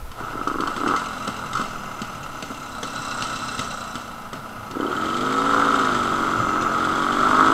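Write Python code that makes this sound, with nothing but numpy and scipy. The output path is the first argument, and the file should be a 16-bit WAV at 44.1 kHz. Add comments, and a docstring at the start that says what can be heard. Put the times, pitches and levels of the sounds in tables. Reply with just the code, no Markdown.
"""A single-cylinder two-stroke motorcycle engine, heard from the rider's head: blipped, coasting, pulling away.
One crank speed drives it all: pipe tones are crank orders, intake gulps and contacts are shaped noise and clicks.
Coasting, lone firings crack, thud and kick the crank; resonances ring as crankcase, fins and exhaust header.
Behind it lie gusty wind, handling rumble, soft bumps and hiss at the microphone."""
import sys
import numpy as np
from scipy import signal
from scipy.fft import rfft, irfft
from scipy.io import wavfile
from scipy.ndimage import uniform_filter1d

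SR = 44100
rng = np.random.default_rng(int(sys.argv[2]) if len(sys.argv) > 2 else 0)


def persist_wave(psi):
    """Save psi, clipped to +-1, as 16-bit WAV."""
    counts = np.round(np.clip(psi, -1, 1) * 32767).astype(np.int16)
    wavfile.write(sys.argv[1], SR, np.atleast_2d(counts).T)


N = 332073
TIME_S = np.arange(N) / SR

# crank speed while blipped: time_s, speed_turns_per_s
BLIP_SPEED = [(0, 14.3), (.44, 16.7), (.49, 23.5), (.58, 24.3), (.63, 31), (.75, 30), (.83, 34), (.92, 47),
              (1.03, 44.5)]
# crank speed while pulling away: time_s, speed_turns_per_s
PULL_SPEED = [(4.78, 31.8), (4.95, 41.9), (5.09, 46.3), (5.25, 51.6), (5.49, 56.3), (5.64, 56.2),
              (5.75, 55.7), (5.88, 51.3), (6.04, 47), (6.23, 46.4), (6.44, 44.5), (6.64, 44.5),
              (6.87, 45.1), (6.98, 46.8), (7.13, 48.2), (7.18, 48.2), (7.47, 53.7), (7.53, 55.4)]
# lone firings, source levels ahead of the bodies: start_s, crack_db, thud_db, case_db, kick_turns_per_s
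FIRINGS = [(0.114, -34, -43, -29, 0), (0.2, -38, -30, -19, 0), (0.474, -27, -39, -17, 0),
           (0.604, -25.5, -31, -19, 0), (0.672, -26, -30, -14, 0), (0.762, -26, -31, -20, 0),
           (0.875, -23.5, -29, -26, 0), (0.961, -22.5, -36, -23, 0), (1.275, -22, -23, -21, 1.9),
           (1.53, -24.5, -38, -21, 0), (1.551, -26.5, -40, -14, 0.61), (1.5702, -28, -31, -18, 0.65),
           (1.595, -37, -27, -15, 0.66), (1.612, -30, -31, -25, 0), (2.016, -24.5, -25.5, -27, 2.5),
           (2.423, -23.5, -26.5, -35, 2.5), (2.503, -48, -27, -28, 0), (2.829, -20, -25.5, -21, 3.5),
           (3.2211, -17, -28, -22, 4), (3.5905, -17.5, -24, -23, 2), (3.953, -23, -27, -23, 3.5),
           (4.3297, -27.5, -25, -25.5, 4.5), (4.7102, -29.5, -29, -26, 0)]
DRAG_TURNS_PER_S2, KICK_S, KICK_LEAD_S = 11.92, .092, .024


def crank_speed():
    """Turns per second: throttle leads blip and pull; between them steady drag slows, lone firings kick up."""
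    shut_s, shut_speed = BLIP_SPEED[-1]
    open_s = FIRINGS[-1][0]  # last lone firing comes as the throttle opens
    kicks = 0
    for start_s, *_, kick in FIRINGS:
        kicks = kicks + kick * np.clip((TIME_S - start_s + KICK_LEAD_S) / KICK_S, 0, 1)
    coasting = shut_speed - DRAG_TURNS_PER_S2 * (TIME_S - shut_s) + kicks
    joint = [(open_s, np.interp(open_s, TIME_S, coasting))]
    driven, = in_time(BLIP_SPEED + joint + PULL_SPEED)
    return np.where((TIME_S > shut_s) & (TIME_S < open_s), coasting, driven)


# four-stroking, only every second turn fires: time_s, share_0_to_1
SKIPPING = [(5.85, 1), (6.08, 0)]
# pipe tones, throttle shut, at idle clatter and no load: order_per_turn, low_revs_db, high_revs_db
COAST_ORDERS = [(3, -62, -53), (4, -54.5, -53.5), (5, -55.5, -46.5), (6, -56, -46), (7, -46.5, -55),
                (8, -46, -55), (9, -52.5, -70), (10, -59, -56.5)]
# pipe tones at full load: order_per_turn, even_low_revs_db, even_high_revs_db,
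# four_stroking_low_revs_db, four_stroking_high_revs_db
PULL_ORDERS = [(2, -46.5, -49, -47, -54), (2.5, -58, -49, -44.5, -44), (3, -44, -43, -49, -55),
               (3.5, -55, -54, -44.5, -45), (4, -44, -38, -52, -37), (4.5, -47, -36, -41, -39.5),
               (5, -36.5, -25.5, -37, -28.5), (6, -37.5, -27.5, -39, -50), (7, -34.5, -45, -33, -34),
               (8, -38.5, -33, -41, -41), (9, -41, -47, -42, -34), (10, -43.5, -52, -42.5, -48),
               (12, -48, -46, -47, -47)]
# low-to-high crossover, turns per s
COAST_REVS, PULL_REVS = (34.7, 38.5), (46, 53)
COAST_PIPE_FOLLOWS = 0.58  # share of the clatter swing


def pipe(speed, turns, load, swing_db):
    """Clean pumping tones whose balance shifts with revs, with half orders when firings are skipped."""
    skipping = share(SKIPPING)
    fast, high = revs(speed, COAST_REVS), revs(speed, PULL_REVS)
    coasting = 0
    for order, low_db, high_db in COAST_ORDERS:
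        level_db = low_db + fast * (high_db - low_db)
        coasting = coasting + from_db(level_db) * tone(turns, round(order))
    pulling = 0
    for order, even_low, even_high, skip_low, skip_high in PULL_ORDERS:
        even_db = even_low + high * (even_high - even_low)
        skip_db = skip_low + high * (skip_high - skip_low)
        level_db = even_db + skipping * (skip_db - even_db)
        pulling = pulling + from_db(level_db) * tone(turns, round(2 * order) / 2)
    return (1 - load) * from_db(COAST_PIPE_FOLLOWS * swing_db) * coasting + load ** 2 * pulling


# air box spectrum: frequency_hz, relative_db
INTAKE_SPECTRUM = [(60, -24), (160, -12.5), (230, -5), (280, 5), (370, 0), (500, -5.5), (600, -21),
                   (1000, -18), (3000, -65)]
GAS_DB, GAS_FOLLOWS = -40.5, 0.8  # gain at idle clatter, share of its swing followed


def intake(turns, load, snap, swing_db):
    """Air rushes as the port opens and again as it shuts."""
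    opening = beats(turns, angle=.1, decay=.12, spread_db=2)
    shutting = beats(turns, angle=.48, decay=.14, spread_db=2)
    rush = (.2 + opening + shutting) * noise()
    strength = from_db(-27.0) + from_db(-14.0) * load + from_db(7.5) * snap
    return from_db(GAS_DB + GAS_FOLLOWS * swing_db) * strength * levelled(through(rush, INTAKE_SPECTRUM))


# intake gulps as the throttle snaps open, source levels: start_s, pulse_db, case_db
GULPS = [(.334, -28, -20), (.354, -20, -22), (.391, -24, -23), (.413, -21, -17), (0.4726, -17, -13),
         (.483, -22, -19), (0.4991, -25, -16), (0.504, -32, -20), (0.5141, -17.5, -16), (.5416, -23, -16),
         (0.548, -32, -16), (0.5569, -17.5, -20), (.585, -23, -17), (0.5923, -32, -18.5),
         (0.6002, -16, -21), (.6127, -24, -26), (.622, -21, -16), (0.6269, -32, -18), (0.636, -20, -15),
         (.658, -26, -20), (0.6644, -28, -16), (.682, -25, -16.5), (.778, -25, -18), (0.804, -22, -19),
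         (0.814, -19, -14), (0.835, -19, -13.5), (.842, -19, -18), (0.8622, -18, -12), (0.8709, -13, -17),
         (.888, -18, -15), (.898, -19, -13), (.914, -18, -15), (.922, -24, -14), (.938, -23, -10),
         (.9457, -31, -14), (.960, -33, -13), (4.7567, -21, -29), (4.7684, -19, -25), (4.8004, -12, -21),
         (4.820, -20, -25), (4.830, -15.5, -15), (4.8485, -19, -28), (4.859, -15, -21)]
# crankcase spectrum: frequency_hz, relative_db
CASE_SPECTRUM = [(500, -28.5), (950, -10), (1130, -2), (1220, -3), (1300, 4), (1370, -2), (1450, -4),
                 (1540, -13), (1660, -16), (1780, -33), (2080, -26.5), (2350, -39), (5000, -58.5)]


def gulps():
    """Each gulp is one pressure pulse that booms in the air box and clanks the case, which rattles briefly."""
    start_s, pulse_db, case_db = np.transpose(GULPS)
    boom = from_db(0.5) * through(bursts(start_s, pulse_db, decay_s=0.00018), INTAKE_SPECTRUM)
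    clank = from_db(11.5) * bursts(start_s, case_db, decay_s=0.00002)
    rattle = from_db(-11.0) * bursts(start_s, case_db, decay_s=0.005) * noise()
    return boom + through(clank + rattle, CASE_SPECTRUM)


# broad crack of a firing: frequency_hz, relative_db
CRACK_SPECTRUM = [(600, -37), (1500, 4.5), (2800, 7), (4000, 8), (6000, -0.5), (8000, -4), (9500, -8.5),
                  (15000, -32)]
# cylinder ring after a firing: centre_hz, width_hz, relative_db
CRACK_MODES = [(2090, 46, 0.5), (2590, 67, -0.5), (3060, 61, -2), (3870, 130, -1.5), (4390, 44, -3.5),
               (5500, 68, -3.5), (6090, 84, -2.5), (7990, 160, -6)]
# silencer thud: frequency_hz, relative_db
THUD_SPECTRUM = [(30, -34), (90, -6.5), (130, -4), (260, 1), (340, -11.5), (550, -8), (1200, -42.5)]


def firings():
    """A lone firing cracks in the cylinder, rings the case and thuds out of the silencer."""
    start_s, crack_db, thud_db, case_db, _ = np.transpose(FIRINGS)
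    pressure = bursts(start_s, crack_db, decay_s=0.0027) + 0.13 * bursts(start_s, crack_db, decay_s=0.076)
    smoothed = np.convolve(pressure, np.ones(140) / 140)[:N]  # onset rounded over 3 ms
    blow = smoothed * noise()
    crack = from_db(-2.5) * through(blow, CRACK_SPECTRUM) + from_db(10.5) * ringing(blow, CRACK_MODES)
    thud_blow = bursts(start_s, thud_db, decay_s=0.019) * noise()
    case_blow = bursts(start_s, case_db, decay_s=0.013) * noise()
    thud = from_db(-2.5) * through(thud_blow, THUD_SPECTRUM)
    case = from_db(-5.5) * through(case_blow, CASE_SPECTRUM)
    return crack + thud + case


# header ring level: time_s, level_db
DING_LEVEL = [(4.7, -77), (4.8, -46), (5.15, -41), (5.4, -45.5), (5.8, -40), (6.15, -46.5), (6.4, -51),
              (6.7, -62), (6.82, -44), (7.46, -44)]
# header ring, four-stroking: centre_hz, width_hz, relative_db
DING_MODES = [(3084, 69, 9.5), (3370, 90, -6), (3730, 40, -5), (4400, 130, -8), (6670, 54, -8),
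              (7500, 198, -15)]
# modes joining at high revs, four-stroking: centre_hz, width_hz, relative_db
HOT_MODES = [(3695, 45, 8)]
# header ring once firing is even: centre_hz, width_hz, relative_db
EVEN_MODES = [(3130, 80, 0), (3350, 70, 4), (3660, 79, -2)]
# hard firing slips to the other turn of each pair: time_s
SLIPS = [5.36, 5.84, 6.17, 6.7, 6.951]
SLAP_S = 6.5143  # one piston slap under load
DING_TURNS = .58  # header ring lags the slap


def ding(speed, turns):
    """Every second turn fires hard and rings the exhaust header, higher at high revs while four-stroking."""
    turns = since(turns, SLAP_S) - DING_TURNS
    skipping, high = share(SKIPPING), revs(speed, PULL_REVS)
    slips = np.searchsorted(np.sort(SLIPS), TIME_S)
    fires = (np.floor(turns) + slips + 1) % 2
    burst = beats(turns, angle=0, decay=0.17, spread_db=0.5) * noise()
    blast = fires * (burst + 22 * strokes(turns, angle=0, spread_db=1))
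    uneven = (1 - 0.51 * high) * ringing(blast, DING_MODES) + high * ringing(blast, HOT_MODES)
    even = ringing(blast, EVEN_MODES)
    return from_db(in_time(DING_LEVEL)[0]) * levelled(skipping * uneven + (1 - skipping) * even)


# clatter control: time_s, control_db
CLATTER = [(0, -48), (.15, -46), (.2, -32), (.45, -34), (.56, -37.5), (.7, -31), (.82, -33), (.92, -23),
           (1.1, -31.5), (1.65, -33), (1.8, -34.5), (2.6, -37.5), (3.15, -29.5), (3.7, -32), (4.2, -39),
           (4.68, -37.5), (4.93, -26.5), (5.2, -26), (5.6, -18), (6.05, -23.5), (6.5, -22.5), (7.1, -22.5),
           (7.4, -15), (7.53, -17)]
CLATTER_IDLE_DB = -35


def clatter_swing():
    """Clatter strength in dB above idle, shared by case, block, gas flow and rumble."""
    return in_time(CLATTER)[0] - CLATTER_IDLE_DB


# hard knocks, gain added to a base of 1.5: start_s, added_db
KNOCKS = [(4.909, 8), (5.536, 12), (6.125, -2), (6.233, 0), (6.445, 1), (6.512, -9), (6.672, 1), (7.071, 1),
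          (7.249, -10), (7.310, -6), (7.393, 11)]
# contacts per turn, coasting: angle_turns, click_force, spread_db, rattle_force, rattle_decay_turns
COAST_CONTACTS = [(0, 11.2, 2, 1.22, 0.42), (.31, 6.8, 3.5, 0.47, 0.41), (.55, 7.4, 3, 0.55, 0.66)]
# contacts per turn, pulling: angle_turns, click_force, spread_db, rattle_force, rattle_decay_turns
PULL_CONTACTS = [(0, 21, 1.2, 1.38, 0.2), (.33, 9.5, 3.8, 0.51, 0.34), (.62, 6, 4, .5, .16)]
TICK_S = 3.05  # one piston tick while coasting


def knocks(turns, load):
    """Loose clatter coasting, one hard piston slap a turn under load; now and then a blow lands harder."""
    start_s, added_db = np.transpose(KNOCKS)
    coasting = clatter(since(turns, TICK_S), COAST_CONTACTS, churn=0.41)
    pulling = clatter(since(turns, SLAP_S), PULL_CONTACTS, churn=0.56)
    force = 1.5 + bursts(start_s, added_db, decay_s=0.003)
    return force * ((1 - load) * coasting + load * pulling)


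def clatter(turns, contacts, churn):
    """Each piston or gear contact is a click with a short rattle after it, over the churn of the gears."""
    clicks = sum(force * strokes(turns, angle, spread) for angle, force, spread, _, _ in contacts)
    rattle = sum(size * beats(turns, angle, decay, spread) for angle, _, spread, size, decay in contacts)
    return clicks + (churn + rattle) * noise()


# head bent down beside the cylinder: time_s, share_0_to_1
LEAN = [(0, 0.2), (1.4, 0.44), (1.7, 0.2), (2.5, 0.34), (2.95, 1), (3.8, 0.92), (4.3, 0.24), (7.53, 0.01)]
# crankcase panel heard when leaning over: centre_hz, width_hz, relative_db
CASE_NEAR_MODES = [(1462, 39, 2)]
CASE_DB = -34.5  # at idle clatter


def crankcase(blows, load, swing_db):
    """Knocks ring the case; one panel stands out from close by."""
    body = through(blows, CASE_SPECTRUM)
    panel = share(LEAN) * (1 - load) * ringing(body, CASE_NEAR_MODES)
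    return from_db(CASE_DB + swing_db) * levelled(body + panel)


# engine block spectrum: frequency_hz, relative_db
BLOCK_SPECTRUM = [(100, -29), (270, -10), (400, -8.5), (510, -3.5), (580, -3.5), (640, 0), (720, -2),
                  (850, 1.5), (950, -2), (1040, 7), (1250, -24), (1700, -15.5), (4000, -50.5)]
BLOCK_DB, BLOCK_FOLLOWS = -39, 0.51  # level at idle clatter, share of its swing followed


def engine_block(blows, swing_db):
    """The same knocks ring the block, lower than the case."""
    return from_db(BLOCK_DB + BLOCK_FOLLOWS * swing_db) * levelled(through(blows, BLOCK_SPECTRUM))


# fin gain ahead of the load and head balance: time_s, gain_db
FIN_LEVEL = [(0, -71), (.2, -44), (.55, -43.5), (.98, -36), (1.84, -41.5), (2.8, -41.5), (3.05, -36.5),
             (3.55, -36), (4.2, -46), (4.74, -47), (5.1, -38.5), (5.8, -34.5), (6.1, -36.5), (6.95, -37.5),
             (7.53, -34)]
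# head turned aside: time_s, share_0_to_1
ASIDE = [(1.5, 0.1), (1.68, 0.6), (2.05, 0.6), (2.25, 0.4), (2.6, 0.8), (2.8, 0), (6.0, 0.04), (6.35, 0.6),
         (6.48, 0.86), (6.68, 0.96), (6.8, 0)]
# fin modes from close by, per blow: centre_hz, width_hz, relative_db
CHURN_MODES = [(1920, 160, -8.5), (2680, 40, 7), (3080, 360, -15), (3980, 166, 5), (4760, 710, -14)]
SCRAPE_MODES = [(5200, 230, -2.5), (5870, 62, 2.5), (6300, 60, -2.5), (6800, 49, -2)]
TICK_MODES = [(7610, 230, -2.5), (8220, 140, -3)]
# fin modes from farther off: centre_hz, width_hz, relative_db
FAR_MODES = [(2073, 39, 7), (2750, 170, 4), (4210, 85, -3.5), (5090, 46, -1), (6080, 220, -4.5),
             (6970, 82, -9), (7900, 190, -15)]
# fin modes with the head aside: centre_hz, width_hz, relative_db
ASIDE_MODES = [(6130, 160, -9), (7120, 35, 4)]
# fin spectra: frequency_hz, relative_db
COASTING_SPECTRUM = [(1060, -25), (1800, -12), (2080, -4), (2490, -22), (2750, 4), (3200, -2),
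                     (4020, -12.5), (4820, -2), (6000, -10), (6720, -18), (7310, -7), (8630, -11),
                     (11000, -31), (14300, -56), (22000, -120)]
LOADED_SPECTRUM = [(1060, -12.5), (1800, -3), (2090, -2), (2430, -8.5), (3290, -2), (3770, -6), (4700, -11),
                   (5130, -9.5), (5560, -17), (6210, -9.5), (6720, -15), (7690, -10), (9690, -27.5),
                   (10400, -25), (12000, -51), (15600, -51), (22000, -120)]


def fins(turns, load):
    """Cooling fins sing with each turn: low modes steadily, high ones as a scrape and a tick."""
    lean, aside = share(LEAN), share(ASIDE)
    stroke = since(turns, TICK_S)
    churn = (0.5 + beats(stroke, angle=0, decay=0.56, spread_db=4.5)) * noise()
    scrape = (0.79 + beats(stroke, angle=-0.16, decay=0.34, spread_db=6.5)) * noise()
    tick = (.22 + beats(stroke, angle=0, decay=.14, spread_db=1.5)) * noise()
    rasp = (1.0 + beats(turns, angle=0.05, decay=0.6, spread_db=4.0)) * noise()

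    near = ringing(levelled(churn), CHURN_MODES)
    near = near + ringing(levelled(scrape), SCRAPE_MODES)
    near = near + ringing(levelled(tick), TICK_MODES)
    far = levelled(ringing(scrape, FAR_MODES))
    coasting = (1 - lean) * far + from_db(3.0) * lean * levelled(near)
    coasting = coasting + from_db(-5.5) * levelled(through(churn, COASTING_SPECTRUM))
    pulling = from_db(.5 - 5.0 * aside) * levelled(through(rasp, LOADED_SPECTRUM))
    pulling = pulling + from_db(-5.0) * aside * far
    sideways = from_db(-13.0) * aside * levelled(ringing(scrape, ASIDE_MODES))

    balance = from_db(-3.5) * np.sqrt(1 - load) * coasting + from_db(1.0) * np.sqrt(load) * pulling
    return from_db(in_time(FIN_LEVEL)[0]) * (balance + sideways)


# wind at the microphone ahead of gusts: time_s, level_db
WIND_LEVEL = [(.07, -32.5), (.15, -46), (.6, -40.5), (1.0, -52), (1.6, -42), (2.6, -48.5), (5.3, -49),
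              (7.3, -43)]
# wind spectrum: frequency_hz, relative_db
WIND_SPECTRUM = [(5, -14), (14, 8), (28, -16), (60, -13.5), (150, -36), (600, -55)]


def wind():
    """Low noise at the microphone, swelling with gusts."""
    return from_db(in_time(WIND_LEVEL)[0] + gusts()) * levelled(through(noise(), WIND_SPECTRUM))


GUST_DB, GUSTS_PER_S = 4, 8.7  # spread before clipping, random steps per s


def gusts():
    """Slow random swell in dB, new at each call."""
    steps = np.clip(rng.standard_normal(512), -1.5, 1.5)
    return GUST_DB * np.interp(TIME_S * GUSTS_PER_S, np.arange(len(steps)), steps)


# soft bumps of the microphone mount: centre_s, peak_db
BUMPS = [(1.45, -39.5), (1.56, -37), (2.2, -40), (3.005, -41), (4.4, -38), (4.6, -44), (6.395, -29.5),
         (6.62, -44)]
# mount boom: centre_hz, width_hz, relative_db
MOUNT_MODES = [(121, 55, 0)]
BUMP_WIDTH_S = 0.045


def mount_bumps():
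    """Bell-shaped swells of noise rung twice through the mount's resonance."""
    swell = sum(from_db(db) * np.exp(-((TIME_S - s) / BUMP_WIDTH_S) ** 2) for s, db in BUMPS)
    return swell * levelled(ringing(ringing(noise(), MOUNT_MODES), MOUNT_MODES))


# rumble spectrum: frequency_hz, relative_db
RUMBLE_SPECTRUM = [(30, -6.5), (70, -8), (120, -1.5), (160, -7), (240, -8), (800, -46), (4000, -83)]
RUMBLE_DB, RUMBLE_FOLLOWS = -47, 0.35  # level at idle clatter ahead of gusts, share of its swing followed


def rumble(swing_db):
    """Handling rumble: low noise growing with the clatter as the machine shakes."""
    level_db = RUMBLE_DB + RUMBLE_FOLLOWS * swing_db + gusts()
    return from_db(level_db) * levelled(through(noise(), RUMBLE_SPECTRUM))


# hiss spectrum: frequency_hz, relative_db
HISS_SPECTRUM = [(100, 13.5), (2000, 3.5), (8000, -7.5), (11000, -4.5), (14000, -6), (16000, -14)]


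def hiss():
    """Steady shaped noise at the microphone."""
    return from_db(-47.0) * through(noise(), HISS_SPECTRUM)


def from_db(db):
    """Decibels to gain."""
    return np.exp(np.asarray(db) * (np.log(10) / 20))


def in_time(rows):
    """Each column of a curve at every sample."""
    time_s, *columns = np.transpose(rows)
    return [np.interp(TIME_S, time_s, column) for column in columns]


def share(rows):
    """A control kept between 0 and 1."""
    return np.clip(in_time(rows)[0], 0, 1)


def revs(speed, span):
    """0 at low revs, 1 at high revs."""
    return np.clip((speed - span[0]) / (span[1] - span[0]), 0, 1)


def since(turns, moment_s):
    """Crank turns counted from a moment."""
    return turns - np.interp(moment_s, TIME_S, turns)


def noise():
    """White noise of rms 1."""
    return rng.standard_normal(N)


def levelled(x):
    """Rms 1 over a few crank turns; single beats stay."""
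    power = uniform_filter1d(uniform_filter1d(x * x, size=4400), size=4400)
    return x / np.sqrt(np.abs(power) + 1e-12)


def at_hz(points, hz):
    """A spectrum read on a log-frequency axis."""
    point_hz, level_db = np.transpose(points)
    return np.interp(np.log(hz + 1e-3), np.log(point_hz), level_db)


def through(x, spectrum, size=16384):
    """Causal (minimum-phase) body with this spectrum; white noise keeps its power."""
    gain = from_db(at_hz(spectrum, np.arange(size // 2 + 1) * SR / size))
    cepstrum = irfft(np.log(gain / np.sqrt(np.mean(gain ** 2))))
    cepstrum[1:size // 2] *= 2  # fold to minimum phase
    cepstrum[size // 2 + 1:] = 0
    response = irfft(np.exp(rfft(cepstrum)))[:size // 2]
    return signal.oaconvolve(x, response)[:N]


def ringing(x, modes):
    """Parallel two-pole resonances of alternating sign."""
    out = 0
    for k, (hz, width_hz, db) in enumerate(modes):
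        r = np.exp(-np.pi * width_hz / SR)
        poles = [1, -2 * r * np.cos(2 * np.pi * hz / SR), r * r]
        gain = (-1) ** k * from_db(db) * (1 - r * r) / 2
        out = out + gain * signal.lfilter([1, 0, -1], poles, x)
    return out


def beats(turns, angle, decay, spread_db):
    """Envelope of a blow at one crank angle, dying over part of a turn, new in strength each turn."""
    turn, elapsed = np.divmod(turns - angle + 2, 1)
    strength = from_db(spread_db * rng.standard_normal(512))
    return strength[turn.astype(int)] * np.exp(-elapsed / decay)


def strokes(turns, angle, spread_db):
    """One click each turn at this crank angle, new in strength each time."""
    turn = np.floor(turns - angle)
    strength = from_db(spread_db * np.clip(noise(), -1.7, 1.7))
    return np.diff(turn, prepend=turn[0]) * strength


def bursts(start_s, levels_db, decay_s):
    """Envelope of sudden blows that die away exponentially."""
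    hits = np.zeros(N)
    hits[(start_s * SR).astype(int)] = from_db(levels_db)
    return signal.lfilter([1], [1, -np.exp(-1 / (decay_s * SR))], hits + 1e-18)


def tone(turns, order):
    """One crank order, roughly in step with the others, so they add up to a smeared puff each turn."""
    return np.sqrt(2) * np.cos(2 * np.pi * (order * turns + 0.19 * rng.standard_normal()))


# engine pull: time_s, load_0_to_1
LOAD = [(0, 0.23), (.7, 0.05), (.9, 0.17), (1.05, 0.04), (4.7, 0.08), (5.0, 0.96), (5.3, 1), (7.53, 1)]
# throttle snapped open at low speed, intake gasps: time_s, share_0_to_1
SNAP = [(.25, 0.22), (.6, 0.24), (.92, 0.42), (1.0, 0), (4.7, 0.07), (4.77, 0.76), (4.88, 0.75),
        (4.98, 0.1)]


def scene():
    """The engine, driven by its crank, with wind, rumble and hiss at the microphone."""
    speed = crank_speed()
    turns = np.cumsum(speed) / SR
    load, snap, swing_db = share(LOAD), share(SNAP), clatter_swing()
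    blows = knocks(turns, load)
    gas = (1 - snap) * pipe(speed, turns, load, swing_db) + intake(turns, load, snap, swing_db)
    events = gulps() + firings()
    metal = ding(speed, turns) + crankcase(blows, load, swing_db)
    metal = metal + engine_block(blows, swing_db) + fins(turns, load)
    air = wind() + mount_bumps() + rumble(swing_db) + hiss()
    return (gas + events + metal + air)[None]


CUTOFF_HZ = 15600


def record(dry):
    """The top is cut steeply by an elliptic low-pass."""
    lowpass = signal.ellip(12, .1, 90, CUTOFF_HZ, fs=SR, output="sos")
    return signal.sosfilt(lowpass, dry)


dry = scene()
out = record(dry)
persist_wave(out)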